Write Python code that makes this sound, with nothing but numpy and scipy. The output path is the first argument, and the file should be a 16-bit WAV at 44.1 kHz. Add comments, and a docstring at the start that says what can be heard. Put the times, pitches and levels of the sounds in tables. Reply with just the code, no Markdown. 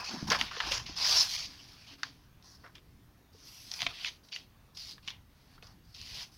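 """A desk in a quiet room, close up: a hand slides a sheet of paper over other pages.
Fibres catch and let go as a grainy hiss, and the sheet buckles with sharp snaps. At first it wobbles
in the air and squeaks under a finger; later fingertips brush the page. The desk knocks and rumbles
dully, and a low room hum and the microphone's own hiss lie beneath."""
import sys
import numpy as np
from scipy import signal
from scipy.io import wavfile
from scipy.ndimage import uniform_filter1d

SR = 44100
rng = np.random.default_rng(int(sys.argv[2]) if len(sys.argv) > 2 else 0)


def put_to_file(sound):
    """Save the sound as 16-bit audio at rate SR, in the file named by the first command-line argument."""
    columns = np.atleast_2d(sound).T  # one column per channel
    safe = np.clip(columns, -1, 1)
    whole_steps = np.round(safe * 32767)
    wavfile.write(sys.argv[1], SR, whole_steps.astype(np.int16))


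N = 281181


def amp(db):
    """Decibels to gain."""
    return 10 ** (np.asarray(db) / 20)


def unit_rms(x):
    """Scales to rms 1."""
    return x / np.sqrt(np.mean(x ** 2) + 1e-20)


def curve_at(points, hz):
    """Reads a table of (frequency, value) on a log-frequency axis."""
    point_hz, value = np.transpose(points)
    return np.interp(np.log(hz + 1), np.log(point_hz + 1), value)


def impulse_response(spectrum):
    """Minimum-phase filter of energy 1, falling to -80 dB an octave outside the spectrum table."""
    closed = [(spectrum[0][0] / 2, -80)] + list(spectrum) + [(spectrum[-1][0] * 2, -80)]
    log_gain = np.log(amp(curve_at(closed, abs(np.fft.fftfreq(4096, 1 / SR)))))
    phase = -signal.hilbert(log_gain).imag
    taps = np.fft.ifft(np.exp(log_gain + 1j * phase)).real[:1024]
    return taps / np.linalg.norm(taps)


def add(mix, start, sound):
    """Mixes a sound in at start seconds."""
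    part = mix[round(start * SR):][:len(sound)]
    part += sound[:len(part)]


def drift(samples):
    """Smooth random wandering of rms 1; more samples make it slower."""
    return unit_rms(uniform_filter1d(uniform_filter1d(rng.standard_normal(N), samples), samples))


def resonate(x, hz, width_hz):
    """A resonance that can glide: shifts hz down to zero, smooths, and shifts back."""
    carrier = np.exp(2j * np.pi * np.cumsum(hz * np.ones(len(x))) / SR)
    pole = np.exp(-np.pi * width_hz / SR)
    return 2 * (carrier * signal.lfilter([1 - pole], [1, -pole], x / carrier + 1e-18)).real


def envelope(start, length, first_db, last_db):
    """Gain with a fast attack, a ramp from one level to another and a slower release."""
    attack_db_per_s, release_db_per_s = 2500, 500.5
    t = np.arange(N) / SR - start
    held_db = first_db + (last_db - first_db) * np.clip(t / length, 0, 1)
    fade_db = attack_db_per_s * np.maximum(-t, 0) + release_db_per_s * np.maximum(t - length, 0)
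    return amp(held_db - fade_db)


# Colour of the background bed: (frequency [Hz], relative level [dB])
ROOM_SPECTRUM = [(15, -23), (30, -3.5), (80, -0.5), (130, -3.5), (290, -12.5), (500, -20.5), (900, -21),
                 (2000, -25.5), (5000, -30), (6400, -33), (7400, -39.5), (10000, -36.5), (14500, -33.5),
                 (16000, -34.5)]


def room_tone():
    """Low room noise and microphone hiss, gently swelling and fading in patches of the spectrum."""
    frames, hz = N // 512 + 5, np.fft.rfftfreq(2048, 1 / SR)
    real, imag, patches = rng.standard_normal((frames, len(hz), 3)).T
    patches_db = 1.8 * unit_rms(uniform_filter1d(uniform_filter1d(patches, 14, 0), 8, 1))
    spectra = (real + 1j * imag) * amp(curve_at(ROOM_SPECTRUM, hz)[:, None] + patches_db)
    bed = signal.istft(spectra, nperseg=2048, noverlap=1536)[1][:N]
    return amp(-60.5) * unit_rms(bed)


# Swells of a faint hum: (time [s], length [s], start level [dB], end level [dB])
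HUM_SWELLS = [(1.445, 0.19, -67.5, -66), (1.914, 0.32, -62.5, -68.5), (2.949, 0.51, -72.5, -73),
              (3.75, 0.11, -76, -62.5)]


def hum():
    """A low, narrow band of noise that wavers, coming and going."""
    band = unit_rms(resonate(rng.standard_normal(N), hz=278, width_hz=25))
    return sum(envelope(*row) for row in HUM_SWELLS) * band


# The room's reverb: (frequency [Hz], time to fall by 60 dB [s])
REVERB_DECAY = [(500, 0.17), (1500, 0.2), (5000, 0.23), (12000, 0.61)]


def reverb(send):
    """A diffuse tail that starts after 10 ms, each band dying at its own speed."""
    hz, t, spectra = signal.stft(rng.standard_normal(SR // 2), SR, nperseg=256)
    decay_s = np.maximum(curve_at(REVERB_DECAY, hz), 0.05)
    tail = signal.istft(spectra * amp(-60 * t / decay_s[:, None]), SR, nperseg=256)[1]
    delayed_tail = np.concatenate([np.zeros(440), tail / np.linalg.norm(tail)])
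    return signal.fftconvolve(send, delayed_tail)[:N]


# Knocks on the desk top: (time [s], level [dB], pitch [Hz])
DESK_KNOCKS = [(0.141, -30, 245), (0.227, -23, 189), (0.313, -27, 470), (0.412, -36.5, 252),
               (0.571, -37.5, 484), (0.671, -36.5, 310), (0.714, -34, 537), (0.895, -38.5, 299),
               (3.348, -49.5, 444), (3.864, -33, 687), (3.822, -37, 710), (3.83, -46, 168),
               (3.867, -42.5, 270), (5.077, -46.5, 205.5), (5.626, -50, 456)]
# Rumble under the pages: (time [s], length [s], start level [dB], end level [dB])
DESK_RUMBLES = [(0.0, 0.048, -49, -62), (0.24, 0.33, -46, -61), (0.638, .85, -49, -61),
                (3.82, .1, -52.5, -59), (6.0, .25, -56.5, -64)]


def desk():
    """Each knock is one damped tone; the desk and the air under the dragged pages rumble."""
    knocks, t = np.zeros(N), np.arange(4000) / SR
    attack = 1 - np.exp(-t / 0.00083)
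    for start, db, hz in DESK_KNOCKS:
        add(knocks, start, amp(db - 60 * t / 0.045) * attack * np.sin(2 * np.pi * hz * t))
    low_band = signal.butter(2, (25, 125), "band", fs=SR, output="sos")
    rumble = unit_rms(signal.sosfilt(low_band, rng.standard_normal(N)))
    return knocks + sum(envelope(*row) for row in DESK_RUMBLES) * rumble


# Wobble of the lifted sheet: (time [s], level [dB], pitch [Hz])
WOBBLE_CURVE = [(0.08, -62, 215.3), (0.142, -44.5, 221.6), (0.204, -51, 189.7), (0.23, -46, 185),
                (0.264, -42.5, 180), (0.328, -44, 179.4), (0.38, -55.5, 158), (0.414, -55, 204.2),
                (0.45, -45, 215.7)]


def wobble():
    """A bending mode and its fifth, shaken unevenly; the pitch follows the curve of the sheet."""
    times, db, hz = np.transpose(WOBBLE_CURVE)
    t = np.arange(N) / SR
    fade = np.clip(np.minimum(t - times[0], times[-1] - t) / 0.01, 0, 1)
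    pitch_hz = np.interp(t, times, hz) * (1 + 0.16 * drift(330))
    phase = 2 * np.pi * np.cumsum(pitch_hz) / SR
    tone = unit_rms(np.sin(phase) + 0.5 * np.sin(1.5 * phase))
    level_db = np.interp(t, times, db) + 2.5 * drift(390)
    return fade * amp(level_db) * tone


# Squeaks of the taut sheet: (time [s], length [s], start level [dB], end level [dB], pitch [Hz])
FINGER_SQUEAKS = [(0.005, 0.018, -41.5, -54.5, 2520), (0.044, 0.031, -48, -49, 2570),
                  (0.71, 0.03, -38.5, -44, 2790)]


def fingers():
    """One bright brush of skin on paper, and stick-slip squeaks with their octave."""
    sheen = resonate(rng.standard_normal(N), hz=12300, width_hz=2200)
    sheen = unit_rms(resonate(sheen, hz=11500, width_hz=2200))
    out = envelope(start=3.45, length=0.19, first_db=-68, last_db=-67) * sheen
    for *gesture, hz in FINGER_SQUEAKS:
        slip = rng.standard_normal(N)
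        fundamental = unit_rms(resonate(slip, hz, width_hz=90.8))
        octave = unit_rms(resonate(slip, 2 * hz, width_hz=160))
        out += envelope(*gesture) * (fundamental + 0.53 * octave)
    return out


def flex(x, depth_db):
    """The bending sheet's resonances drift: brief patches in time and pitch swell or fade."""
    _, _, spectra = signal.stft(x, SR, nperseg=512, noverlap=384)
    patches = rng.standard_normal(spectra.shape)
    patches = unit_rms(uniform_filter1d(uniform_filter1d(patches, 4, 0), 14, 1))
    return signal.istft(spectra * amp(depth_db * patches), SR, nperseg=512, noverlap=384)[1][:N]


# The paper's voices, dark to bright: loose area, pressed middle, rubbing edge and fibre fizz.
# Each is (frequency [Hz], relative level [dB])
LOOSE_SPECTRUM = [(350, -14), (550, -12), (700, -4), (850, -6.5), (1050, -1.5), (1250, -5.5), (1700, -5),
                  (2300, -14.5)]
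MIDDLE_SPECTRUM = [(1300, -29), (1900, -6.5), (2500, -1), (3200, 0.5), (3800, -4), (4800, -31.5)]
EDGE_SPECTRUM = [(2500, -22), (3500, -5.5), (4200, -0.5), (4870, 0), (5500, -2), (6150, -4.5), (6700, -10),
                 (7200, -14.5), (7800, -33.5), (9000, -47.5)]
FIZZ_SPECTRUM = [(6500, -17.5), (7800, -2.5), (9000, -6), (10000, -1), (11500, -5), (13500, -7),
                 (14800, -6), (16000, -12.5)]
# Strokes of the sheet, several in a row for a long slide: (time [s], length [s], edge start level [dB],
# edge end level [dB], middle [dB re edge], loose [dB re edge], fizz [dB re edge], edge pitch [Hz])
SLIDE_STROKES = [(0.0, .04, -48, -53, -2.5, 4.5, -31, 5000),
                 (0.045, 0.05, -42.5, -41, -8.5, -11, -30, 4800),
                 (0.111, 0.15, -43, -54, -7.5, -3, -21, 5100), (0.275, 0.041, -46, -46, -9, 2, -14, 5000),
                 (0.312, 0.049, -36, -40, -0.5, 5, -18.5, 4890),
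                 (0.39, .07, -39.5, -45.5, -2, -6, -18, 4410),
                 (0.465, 0.036, -46, -53, 1.5, -6.5, -35, 4350),
                 (0.513, .145, -49, -43.5, -1, -1, -23.5, 4600),
                 (0.666, .05, -38.5, -42, -3, -4, -22, 4810), (0.719, 0.062, -32, -38, -5.5, -7, -23, 5550),
                 (0.8, .06, -50.5, -61, -1.5, -3, -30, 5100), (0.863, 0.11, -46, -53.5, -2, -11, -29, 5100),
                 (0.965, 0.092, -38.5, -31, -9, -10.5, -22, 4800),
                 (1.065, .1, -29.5, -26, -10.5, -14, -20, 4850),
                 (1.165, 0.051, -24.5, -22.5, -17, -19, -24, 5600),
                 (1.23, 0.049, -34.5, -41.5, -7, -13, -15.5, 5100),
                 (1.289, 0.066, -38, -35.5, -7.5, -18.5, -17.5, 4870),
                 (1.377, 0.081, -37, -42.5, -7.5, -19, -22, 4910),
                 (1.47, .39, -55, -60.5, -5, -9.5, -17, 4880),
                 (1.868, .07, -56, -55.5, -1, -8.5, -19, 4720),
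                 (1.985, 0.28, -63, -78, -1.5, -5, -13, 4700),
                 (2.047, .05, -53, -58.5, -1.5, -7, -22.5, 4800),
                 (2.44, .12, -58.5, -59.5, -20, -10, -17, 5360), (2.6, .07, -70, -71, -8, -7, -12, 5200),
                 (2.642, .035, -66, -72, 0, 15.5, -15, 5000), (2.753, .03, -63.5, -71, 5.5, 0, -10.5, 5190),
                 (3.33, .155, -68, -52.5, -11, -14.5, -16, 5610),
                 (3.485, .225, -57, -54, -6.5, -16, -11, 5300),
                 (3.715, 0.073, -47.5, -46.5, -8.5, -11, -13.5, 5070),
                 (3.802, 0.053, -44, -45, -1, -11.5, -17.5, 4360),
                 (3.888, 0.047, -50.5, -59, 3, 0, -18, 4400), (3.935, .11, -55, -49, 2.5, -12, -16.5, 4610),
                 (4.057, 0.027, -38.5, -43.5, 0.5, -15.5, -23.5, 4450),
                 (4.095, .07, -56.5, -65.5, -3, -12, -13, 4600),
                 (4.239, .06, -64.5, -67, -16.5, -13.5, -12, 4740),
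                 (4.323, .025, -46, -47.5, 0, -27, -30, 4400),
                 (4.352, 0.082, -50, -65, 0, -12, -17.5, 4300),
                 (4.75, .02, -59, -58, -22, -17, -13.5, 4900),
                 (4.771, 0.15, -48.5, -46.5, -9, -22.5, -18, 4595),
                 (5.029, .07, -66, -49.5, -3.5, -12, -19, 4300),
                 (5.11, .06, -69, -78.5, 16.5, 6, -11.5, 4360), (5.3, .26, -78, -67, -5, -3.5, -13, 4300),
                 (5.628, .1, -57, -68.5, -11, -1.5, -17, 4900), (5.84, .1, -71, -68, -14, -16, -12.5, 4750),
                 (5.946, .16, -55.5, -48, -4, -18, -17, 4500),
                 (6.111, 0.12, -48.5, -44, -4, -14.5, -17, 4670),
                 (6.32, .06, -64.5, -61, -11.5, -23, -11, 5080)]


def sliding():
    """Catching fibres excite every part of the sheet; pressure comes in clumps."""
    start, length, _, _, middle_db, loose_db, fizz_db, hz = np.transpose(SLIDE_STROKES)
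    stroke_power = np.array([envelope(*row[:4]) for row in SLIDE_STROKES]).T ** 2
    edge_hz = np.interp(np.arange(N) / SR, start + length / 2, hz)
    pressure = amp(1.9 * drift(25) + 0.74 * drift(300))
    voices = [(EDGE_SPECTRUM, np.zeros(len(start))), (MIDDLE_SPECTRUM, middle_db),
              (LOOSE_SPECTRUM, loose_db), (FIZZ_SPECTRUM, fizz_db)]
    out = np.zeros(N)
    for spectrum, db in voices:
        fibres = flex(rng.standard_normal(N), depth_db=2.4) * pressure
        if spectrum is EDGE_SPECTRUM:  # the free strip beside the contact shortens and lengthens
            fibres = resonate(fibres, edge_hz, width_hz=1900)
        hiss = unit_rms(signal.oaconvolve(fibres, impulse_response(spectrum))[:N])
        out += hiss * np.sqrt(stroke_power @ amp(db) ** 2)  # overlapping strokes add in power
    return out


# Body of a buckle: (frequency [Hz], relative level [dB])
BUCKLE_SPECTRUM = [(600, -31), (850, -11.5), (1050, -6.5), (1300, -5), (1600, -6), (1900, -9.5),
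                   (2400, -15.5)]
# A snap shakes most the voice nearest its ring. Rows are buckle, middle, edge and fizz:
# (centre [Hz], relative level [dB], loss away from the centre [dB/octave])
SNAP_BLEND = [(1020, -2, 10), (2800, -5, 8.5), (5000, -2.5, 11.5), (5000, -25, 10)]
# Snaps and taps of the sheet: (time [s], peak level [dB], ring pitch [Hz], crackle [dB re click])
PAPER_SNAPS = [(0.278, -32.5, 5100, -2), (0.301, -15.5, 5500, 11), (0.306, -20, 1660, 0),
               (0.317, -13, 1020, -4), (0.319, -13.5, 4550, -14), (0.329, -17.5, 1600, -6),
               (0.348, -20.5, 1000, -3), (0.412, -11, 2240, -23), (0.513, -33, 1070, 7),
               (0.565, -30.5, 1720, -2), (0.602, -16, 1730, 5), (0.636, -32, 1070, -20),
               (0.719, -20, 2670, 5), (0.864, -35, 4300, -10), (0.97, -47, 4750, -19),
               (1.457, -32, 4860, -16), (2.032, -18, 1550, -25), (2.032, -22, 4470, -23),
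               (2.425, -49.5, 5130, -15.5), (2.64, -50, 990, -3), (2.662, -42.5, 1290, 5),
               (2.753, -41.5, 3260, 8.5), (2.781, -46.5, 2230, -18), (3.715, -23.5, 5070, -28),
               (3.738, -27.5, 5300, -19), (3.791, -32, 3060, -5), (3.805, -25.5, 3240, -5),
               (3.818, -15, 3220, -26), (3.828, -26.5, 2160, -6), (3.865, -15, 2470, -19.5),
               (4.046, -21, 2630, -20), (4.06, -31, 3250, 2), (4.068, -36, 3650, -6),
               (4.081, -30.5, 3980, -2), (4.089, -36, 3750, -18), (4.248, -51, 4890, -5.5),
               (4.286, -48.5, 4040, -9), (4.327, -31.5, 2790, -15.5), (4.361, -27.5, 2880, -7),
               (4.749, -48, 5130, -5.5), (4.772, -33, 5400, -16), (4.98, -43.5, 1610, -10),
               (5.076, -27, 3230, -10), (5.082, -26, 2800, -13), (5.103, -31, 3220, -17),
               (5.579, -48.5, 1290, -8), (5.625, -40, 2640, -17.5), (5.668, -47.5, 4850, -9),
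               (5.946, -39, 4340, -7), (5.964, -43, 4100, -6), (6.014, -31, 4700, -22),
               (6.11, -41, 4800, -14)]


def snaps():
    """A buckle flips in a click, crackles on for a moment and leaves a short hollow ring."""
    out, t = np.zeros(N), np.arange(3000) / SR
    spectra = (BUCKLE_SPECTRUM, MIDDLE_SPECTRUM, EDGE_SPECTRUM, FIZZ_SPECTRUM)
    filters = [impulse_response(spectrum) for spectrum in spectra]
    centre_hz, voice_db, loss_db = np.transpose(SNAP_BLEND)
    attack = 1 - np.exp(-t / 0.00062)
    click = amp(-60 * t / 0.0036)
    for start, peak_db, hz, crackle_db in PAPER_SNAPS:
        crackle = amp(crackle_db - 60 * t / 0.039)
        burst = rng.standard_normal(len(t)) * attack * (click + crackle)
        voices = [unit_rms(signal.fftconvolve(burst, taps)[:len(t)]) for taps in filters]
        gains = amp(voice_db - loss_db * abs(np.log2(hz / centre_hz)))
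        body = unit_rms(gains @ np.array(voices))
        ring = unit_rms(resonate(resonate(burst, hz, width_hz=380), hz, width_hz=640))
        snap = body + 0.52 * ring
        add(out, start, amp(peak_db) * snap / abs(snap).max())
    return out


def scene():
    """Paper and desk up close over the room tone, with a little reverb on the snaps and the friction."""
    snapping = snaps()
    friction = sliding() + fingers()
    close = snapping + friction + wobble() + desk()
    room = reverb(amp(-19) * snapping + amp(-12) * friction)
    return (close + room + room_tone() + hum())[None]


def record(dry):
    """A steep low-pass trims the very top of the treble."""
    low_pass = signal.firwin(511, cutoff=15950, window=("kaiser", 9), fs=SR)
    return signal.oaconvolve(dry, low_pass[None], "same")


dry = scene()
out = record(dry)
put_to_file(out)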